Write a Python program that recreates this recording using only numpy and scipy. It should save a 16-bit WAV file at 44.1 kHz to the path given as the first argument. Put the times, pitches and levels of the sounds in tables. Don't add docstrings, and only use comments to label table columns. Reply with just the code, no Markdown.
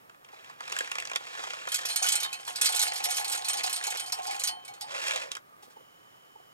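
import sys
import numpy as np
from scipy import signal
from scipy.fft import rfft, irfft
from scipy.io import wavfile
from scipy.ndimage import uniform_filter1d

SR = 44100
rng = np.random.default_rng(int(sys.argv[2]) if len(sys.argv) > 2 else 0)


def to_wav(sig):
    pcm = np.clip(np.atleast_2d(sig), -1, 1) * 32767
    pcm = np.round(pcm).astype(np.int16)
    wavfile.write(sys.argv[1], SR, pcm.T)


N = 287973
HZ = np.fft.rfftfreq(N, 1 / SR)
T = np.arange(N) / SR

# [t/s, level/dB of the smallest tap]
STREAM_LEVEL = [(1.68, -46.5), (2.07, -46), (2.24, -48), (2.3, -55.5), (2.58, -49), (2.66, -37),
                (2.88, -38), (2.98, -39), (3.3, -39.5), (3.9, -44), (4.04, -45.5), (4.1, -43), (4.2, -42.5),
                (4.42, -39.5), (4.52, -61)]
# [t/s, level/dB, f/Hz favoured by the spot]
TUBE_STRIKES = [(1.718, -21, 3240), (1.743, -14.5, 7000), (1.855, -20.5, 5850), (1.887, -24, 4300),
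                (1.9037, -26, 4160), (1.9596, -12, 8570), (2.025, -15.5, 6750), (2.041, -21, 1480),
                (2.0448, -28, 6250), (2.064, -16, 3010), (2.086, -12, 7500), (2.119, -17, 6200),
                (2.1234, -16, 8500), (2.154, -14.5, 8400), (2.2017, -22.5, 6000), (2.2305, -20, 3800),
                (2.329, -31.5, 4100), (2.3282, -26.5, 2550), (2.479, -30.5, 3330), (2.5578, -23, 4700),
                (2.6132, -11, 8900), (2.645, -15.5, 7700), (2.6574, -10.5, 4750), (2.69, -22, 8240),
                (2.7481, -21.5, 8700), (2.761, -15.5, 8500), (2.7932, -14, 6430), (2.815, -15, 8600),
                (2.825, -15, 11400), (2.853, -28.5, 8800), (2.874, -22.5, 4750), (2.935, -29, 8830),
                (2.957, -26, 4800), (2.988, -45, 8600), (3.0402, -14.5, 11100), (3.103, -24.5, 6350),
                (3.109, -19.5, 8800), (3.1613, -25.5, 12000), (3.1686, -17.5, 6540), (3.1949, -25, 9900),
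                (3.245, -22, 4460), (3.279, -25.5, 8400), (3.317, -23, 11300), (3.323, -19.5, 8450),
                (3.3492, -27, 8300), (3.375, -28, 6750), (3.4461, -24.5, 4470), (3.484, -16, 8130),
                (3.532, -20.5, 6600), (3.5705, -23.5, 4770), (3.6347, -18.5, 4840), (3.663, -22.5, 8260),
                (3.695, -24, 11300), (3.728, -20.5, 8240), (3.761, -23.5, 9000), (3.837, -24, 8700),
                (3.8684, -21, 6550), (3.903, -23.5, 7300), (3.9714, -25.5, 3110), (3.9966, -23, 8700),
                (4.06, -33, 4840), (4.219, -42, 7200), (4.31, -30, 2250), (4.122, -18.5, 5130),
                (4.268, -28, 4830), (4.308, -31, 4800), (4.396, -26.5, 7340), (4.437, -16.5, 6600),
                (4.4732, -15.5, 4550), (4.6492, -40, 8900), (4.678, -37.5, 2260), (4.737, -44.5, 7000),
                (4.8096, -28, 4900)]
# [f/Hz, level/dB, t60/s]
TUBE_MODES = [(1478, -9, .06), (2250, -10, .13), (3016, -7, .14), (2550, -5, .07), (3102, -12, .6),
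              (3215, -11, .14), (3365, -6, .1), (3720, -6, .1), (4110, -3.5, .12), (4280, -8, .25),
              (4345, -5, .1), (4735, -8, .12), (4840, -8, .12), (5350, -6, .1), (5604, -10, .12),
              (6378, -4, .1), (6665, -8, .12), (7260, -8, .09), (7835, -8, .09), (8065, -6, .1),
              (8302, -6, .1), (8819, -4, .18), (9126, -12, .09), (9880, -8, .06), (11300, -2, .07),
              (11560, -5, .05)]
# [f/Hz, level/dB, t60/s]
STEEL_OUTLINE = [(1187, -21, 0.25), (2830, -18, 0.17), (4560, -8.5, 0.066), (6970, -2.5, 0.041),
                 (10760, -7.5, 0.039), (15613, -21.5, 0.048)]
# [t/s, level/dB of the smallest tick]
SLIDE_LEVEL = [(.05, -83), (.27, -59.5), (.33, -55), (.49, -53.5), (.57, -57), (.62, -52), (.8, -49),
               (1.1, -53), (1.25, -50.5), (1.4, -49), (1.7, -50.5), (2.07, -47.5), (2.25, -51), (2.38, -54),
               (2.44, -52), (2.54, -52), (2.63, -48.5), (3.2, -50), (3.95, -50), (4.09, -55), (4.3, -49.5),
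               (4.55, -56), (4.85, -56), (4.92, -48), (5.08, -46.5), (5.2, -47.5), (5.29, -53),
               (5.37, -55.5), (5.41, -89)]
# [t/s, level/dB, treble against it/dB, f/Hz favoured by the spot]
SCOOP_CLACKS = [(0.0962, -30.5, -28.5, 1300), (0.146, -34.5, -36, 1160), (0.2462, -39.5, -11, 3150),
                (0.2868, -27, -37, 2820), (0.4446, -40, -8, 2900), (0.497, -30, -20, 1090),
                (0.606, -22, -18, 1120), (.6548, -34, -10, 2900), (0.6784, -28, -7, 1220),
                (0.698, -39, 12, 2100), (0.7204, -36.5, 16, 5070), (0.724, -25.5, 2.5, 2980),
                (0.765, -24, -2.5, 1680), (0.7876, -37.5, 37, 2920), (0.8075, -17, -15.5, 1750),
                (0.845, -28.5, -7, 3070), (0.8746, -30, -8, 1690), (.916, -27.5, 9, 2860),
                (0.954, -19.5, -15, 1180), (0.984, -20, -7, 2200), (1, -40, 25, 2740),
                (1.0237, -20.5, -21, 1910), (1.0526, -29, 1, 5300), (1.0732, -29.5, -4, 4600),
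                (1.0978, -27.5, -8, 2520), (1.1151, -22, -11, 2290), (1.1338, -22.5, -18, 3100),
                (1.151, -30, -11, 2980), (1.159, -22.5, 11, 3620), (1.206, -20, -39, 560),
                (1.3937, -17, -35, 3240), (1.4383, -21, -15, 1190), (1.4715, -15, -36, 3050),
                (1.5047, -20, -16, 2830), (1.534, -19.5, -20, 1150), (1.6728, -16, -21, 1170),
                (5.017, -32, 5, 2660), (5.039, -35, 10, 3500), (5.07, -30, 8, 2720), (5.081, -30, 18, 2460),
                (5.109, -24, 3.5, 2610), (5.1602, -24.5, 1, 3800), (5.219, -22, -20, 2530),
                (5.3166, -40, 31.5, 3860), (5.3516, -34.5, 12, 3170), (5.368, -32, 0.5, 1480)]
# [f/Hz, level/dB, t60/s]
PLASTIC_OUTLINE = [(340, -40, 0.035), (482, -10.5, 0.043), (1060, -6.5, 0.036), (2770, -4.5, 0.033),
                   (3900, -4.5, 0.016), (7380, -1, 0.013), (15700, -26.5, 0.0094)]
# [t/s, level/dB]
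BOOM_LEVEL = [(4.86, -71), (4.92, -53), (5.06, -58), (5.11, -55), (5.17, -47.5), (5.21, -58.5), (5.26, -54),
              (5.33, -79)]
# [t/s, level/dB, f/Hz favoured by the spot]
BOX_LANDINGS = [(2.017, -28, 743), (2.124, -39, 820), (2.232, -35, 1077), (2.479, -33.5, 980),
                (2.695, -31, 745), (2.797, -37, 980), (2.86, -40, 765), (2.983, -35, 785),
                (3.065, -29, 720), (3.195, -28.5, 830), (3.267, -38, 810), (3.376, -37.5, 845),
                (3.542, -31.5, 830), (3.642, -26, 770), (3.874, -31, 823), (4.125, -32, 980),
                (4.187, -27.5, 764), (4.278, -29, 790), (4.337, -38.5, 795), (4.476, -36.5, 1077),
                (4.683, -39.5, 800), (4.813, -36.5, 826)]
# [f/Hz, level/dB, t60/s]
BOX_MODES = [(600, -12, .07), (726.5, -5, .24), (745, -6, .2), (772, -5, .1), (805, -8, .45),
             (826, -5, .15), (872, -3, .1), (985, -4, .07), (1077, -11, .7)]
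# [t/s, level/dB, f/Hz, rustle against it/dB]
SOFT_KNOCKS = [(0.327, -50.5, 830, -10), (5.625, -53.5, 810, 0), (5.672, -57, 490, -12),
               (5.701, -62.5, 1566, 3), (5.762, -50, 856, -22), (5.802, -56.5, 496, -21),
               (6.352, -50, 866, -26), (6.394, -56.5, 716, -22)]
# [f/Hz, width/Hz, level/dB]
TORCH_JET = [(3030, 190, -72), (5220, 440, -83), (6810, 480, -81.5), (4970, 8100, -79)]
# [f/Hz, level/dB per hertz]
AIR_SPECTRUM = [(25, -15), (60, -21.5), (110, -1.5), (150, -1.5), (200, -5), (500, -4), (900, -6),
                (1500, -8.5), (2300, -12.5), (4500, -19), (9000, -20.5), (16000, -19)]
# [f/Hz, width/Hz, level/dB]
WHINE_TONES = [(1200, 85, -76.5), (9900, 100, -87.5), (12300, 70, -85)]
# [f/Hz, level/dB, phase lead/rad]
PORT_SPREAD = [(59.4, -10, 1.8), (140, -5.5, 2.4), (291, 3, 2.04), (580, 7.5, 1.88), (1240, 9.5, 1.83),
               (2376, 6.5, 1.78), (4780, 2.5, 1.93), (9600, -2.5, 2.13), (16000, -7, 2.14)]

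FIRM_DB, FIRM_LOW_DB, LOW_PER_DB, PATTER_LOW_DB = -28.5, -1, -0.2877, -4.5
SLAP_MIN_S, SLAP_MAX_S, SLAP_DB, SLAP_LUCK_DB = .003, .014, -9, 3.
TWIN_SPLIT, TWIN_DECAY, TWIN_DB = 0.0114, 0.61, -2
BRISK_DB, BRISK_TREBLE_DB, TREBLE_PER_DB, POUR_TREBLE_DB = -46.5, -1.5, 3.5, 10
THIN_DB, FULL_DB = -92, -54
POUR_THINS = .85
FALL_S, MURMUR_DB = 0.077, -13.5
JET_ON_S, JET_RISE_S = 5.72, 0.042
AIR_DB, BREATH_DB = -64.5, 0.57
SWELL_S, SWELL_LENGTH_S, SWELL_DB = 5.52, .09, 8.
EDGE_HZ = 15900


def tube():
    at, size_db = scattered(per_s=82.0, spread_db=4.0)
    strike_s, peak_db, strike_hz = np.transpose(TUBE_STRIKES)
    wait, luck = rng.random((len(strike_s), 2)).T
    slap_s = strike_s + SLAP_MIN_S + (SLAP_MAX_S - SLAP_MIN_S) * wait
    slap_db = peak_db + SLAP_DB + SLAP_LUCK_DB * (2 * luck - 1)
    large_db = np.r_[peak_db, slap_db]
    level_db = np.r_[large_db, size_db + level_at(STREAM_LEVEL, at)]
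    firm_low_db = FIRM_LOW_DB + LOW_PER_DB * (large_db - FIRM_DB)
    low_db = np.r_[firm_low_db, np.full(len(at), PATTER_LOW_DB)]
    patter_hz = rng.uniform(3000, 11000, N)[:len(at)]
    spot_hz = nearest(TUBE_MODES, np.r_[strike_hz, strike_hz, patter_hz])

    def colour_db(hz):
        low = below(hz, 6400, 2.0) * low_db
        favoured = 5.7 * near(hz, spot_hz, 0.21)
        exact = 17.7 * below(hz, 4900, 1.9) * (hz == spot_hz)
        return level_db + low + favoured + exact

    twins = [(hz * (1 + TWIN_SPLIT * rng.standard_normal()), db + TWIN_DB, t60 * TWIN_DECAY)
             for hz, db, t60 in TUBE_MODES]
    modes = list(TUBE_MODES) + twins + many(STEEL_OUTLINE, count=120)
    return struck(np.r_[strike_s, slap_s, at], colour_db, modes, 6.72, .0018, spot_hz, 0.01)


def scoop():
    at, size_db = scattered(per_s=2200., spread_db=4.5)
    clack_s, peak_db, bright_db, clack_hz = np.transpose(SCOOP_CLACKS)
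    slide_db = level_at(SLIDE_LEVEL, at)
    pour = np.clip((level_at(STREAM_LEVEL, at) - THIN_DB) / (FULL_DB - THIN_DB), 0, 1)
    share = 1 - POUR_THINS * pour
    heard = rng.random(N)[:len(at)] < share
    tick_db = size_db + slide_db - 8.0 * np.log10(share)
    level_db = np.r_[peak_db, np.where(heard, tick_db, -150)]
    slide_treble_db = BRISK_TREBLE_DB + TREBLE_PER_DB * (slide_db - BRISK_DB) + POUR_TREBLE_DB * pour
    treble_db = np.r_[bright_db, slide_treble_db]
    spot_hz = np.r_[clack_hz, rng.uniform(900, 5000, len(at))]

    def colour_db(hz):
        treble = (1 - below(hz, 4100, 0.65)) * treble_db
        return level_db + treble + 10.36 * near(hz, spot_hz, 0.23)

    modes = many(PLASTIC_OUTLINE, count=120)
    rattle = struck(np.r_[clack_s, at], colour_db, modes, 5.43, .0008, spot_hz, 0.099)
    return rattle + amp(level_at(BOOM_LEVEL, T)) * whistle(563, 150)


def box():
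    at, size_db = scattered(per_s=140., spread_db=1.5)
    land_s, peak_db, land_hz = np.transpose(BOX_LANDINGS)
    murmur_db = size_db + level_at(STREAM_LEVEL, at - FALL_S) + MURMUR_DB
    level_db = np.r_[murmur_db, peak_db - 7.5]
    murmur_hz = rng.uniform(700, 900, N)[:len(at)]
    spot_hz = nearest(BOX_MODES, np.r_[murmur_hz, land_hz])

    def colour_db(hz):
        return level_db + 6.8 * near(hz, spot_hz, 0.14) + 5.2 * (hz == spot_hz)

    return struck(np.r_[at, land_s], colour_db, BOX_MODES, 4.3, .006, spot_hz, 0.047)


def knocks():
    out, t = np.zeros(N), T[:2600]
    cloth = signal.butter(1, [2200, 8000], "band", fs=SR, output="sos")
    ring_shape = np.exp(-((t - .009) / 0.0042) ** 2)
    puff_shape = np.exp(-((t - .008) / 0.028) ** 2)
    for s, peak_db, hz, rustle_db in SOFT_KNOCKS:
        ring = np.sin(2 * np.pi * hz * t) + 0.5 * np.sin(2 * np.pi * 0.52 * hz * t)
        rustle = amp(rustle_db) * signal.sosfilt(cloth, rng.standard_normal(len(t)))
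        out[round(s * SR):][:len(t)] += amp(peak_db) * (ring * ring_shape + rustle * puff_shape)
    return out


def torch():
    def held(x):
        return evened(x / np.sqrt(abs(uniform_filter1d(x ** 2, size=900)) + .1))

    opening = np.clip((T - JET_ON_S) / JET_RISE_S, 0, 1)
    return opening * sum(amp(db) * held(whistle(hz, width)) for hz, width, db in TORCH_JET)


def air():
    hz, db = np.transpose(AIR_SPECTRUM)
    a, b = rfft(rng.standard_normal((2, N)))
    alike = np.clip(over_hz([600, 1300, 12000], [.95, .45, .4]), 0, 1)
    second = alike * a + np.sqrt(1 - alike ** 2) * b
    both = irfft(np.array([a, second]) * amp(over_hz(hz, db)), N)
    breath = evened(uniform_filter1d(uniform_filter1d(rng.standard_normal(N), 3000), 3000))
    return amp(AIR_DB + BREATH_DB * breath) * evened(both) + whines()


def whines():
    low, *high = [amp(db) * whistle(hz, width) for hz, width, db in WHINE_TONES]
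    swell_db = SWELL_DB * np.exp(-((T - SWELL_S) / SWELL_LENGTH_S) ** 2)
    return low * amp(swell_db) + sum(high)


def tent(x):
    t = T[300:5000]
    noise = rng.standard_normal((2, len(t))) * amp(-60 * t / 0.086)
    tail = signal.lfilter([1], [1, -.1], noise)
    tail = np.pad(tail / np.linalg.norm(tail[0]), ((0, 0), (300, 0)))
    return signal.oaconvolve(x[None], tail, axes=1)[:, :N]


def struck(s, colour_db, modes, luck_db, spread_s, spot_hz, sure_octaves):
    luck = rng.standard_normal((len(s), len(modes)))
    late = rng.exponential(1, luck.shape) ** 1.5
    side = rng.choice([-1., 1.], luck.shape)
    out = np.zeros(N)
    for k, (hz, db, t60) in enumerate(modes):
        turn, r = 2 * np.pi * hz / SR, amp(-60 / (t60 * SR))
        at = np.minimum(np.round((s + spread_s * late[:, k]) * SR).astype(int), N - 1)
        unsure = 1 - near(hz, spot_hz, sure_octaves)
        blow_db = db + colour_db(hz) + luck_db * np.clip(luck[:, k], -3.0, 1.4) * unsure
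        blows = np.bincount(at, side[:, k] * amp(blow_db) * np.sin(turn), N)
        out += signal.lfilter([1], [1, -2 * r * np.cos(turn), r * r], blows)
    return out / np.sqrt(len(modes))


def scattered(per_s, spread_db):
    s = T[rng.random(N) < per_s / SR]
    return s, spread_db * np.minimum(rng.exponential(1, N)[:len(s)], 4)


def many(outline, count):
    hz, db, t60 = np.transpose(outline)
    place = ((np.arange(count) + rng.random(count)) / count) ** 1.3
    mode_hz = hz[0] + (hz[-1] - hz[0]) * place
    longer_db = 1.96 * np.clip(rng.standard_normal(count), -2.5, 1.1)
    mode_db = np.interp(mode_hz, hz, db) - 1.465 * longer_db
    return list(zip(mode_hz, mode_db, np.interp(mode_hz, hz, t60) * amp(longer_db)))


def whistle(hz, width):
    return evened(irfft(rfft(rng.standard_normal(N)) / (1 + (2 * (HZ - hz) / width) ** 2), N))


def below(hz, edge_hz, steep):
    return 1 / (1 + (hz / edge_hz) ** steep)


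def near(hz, spot_hz, octaves):
    return np.exp(-(np.log2(hz / spot_hz) / octaves) ** 2)


def nearest(modes, hz):
    pitches = np.transpose(modes)[0]
    return pitches[abs(pitches - hz[:, None]).argmin(1)]


def level_at(curve, at):
    return np.interp(at, *np.transpose(curve), left=-150, right=-150)


def over_hz(hz, value):
    return np.interp(np.log(HZ + 1), np.log(np.add(hz, 1)), value)


def amp(db):
    return 10 ** (np.asarray(db) / 20)


def evened(x):
    return x / np.sqrt(np.mean(x ** 2) + 1e-20)


def scene():
    close = scoop() + tube() + box() + knocks()
    no_bass = signal.butter(4, 300, "high", fs=SR, output="sos")
    close = signal.sosfilt(no_bass, close)
    return close + amp(-12.0) * tent(close) + air() + torch()


def record(dry):
    hz, db, ahead = np.transpose(PORT_SPREAD)
    turned = amp(over_hz(hz, db)) * np.exp(1j * over_hz(hz, ahead))
    side = irfft(rfft(dry[1]) * turned, N)
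    wide = np.array([dry[0] + side, dry[0] - side])
    band = signal.firwin(255, EDGE_HZ, window=("kaiser", 8), fs=SR)
    return signal.oaconvolve(wide, band[None], "same")


dry = scene()
out = record(dry)
to_wav(out)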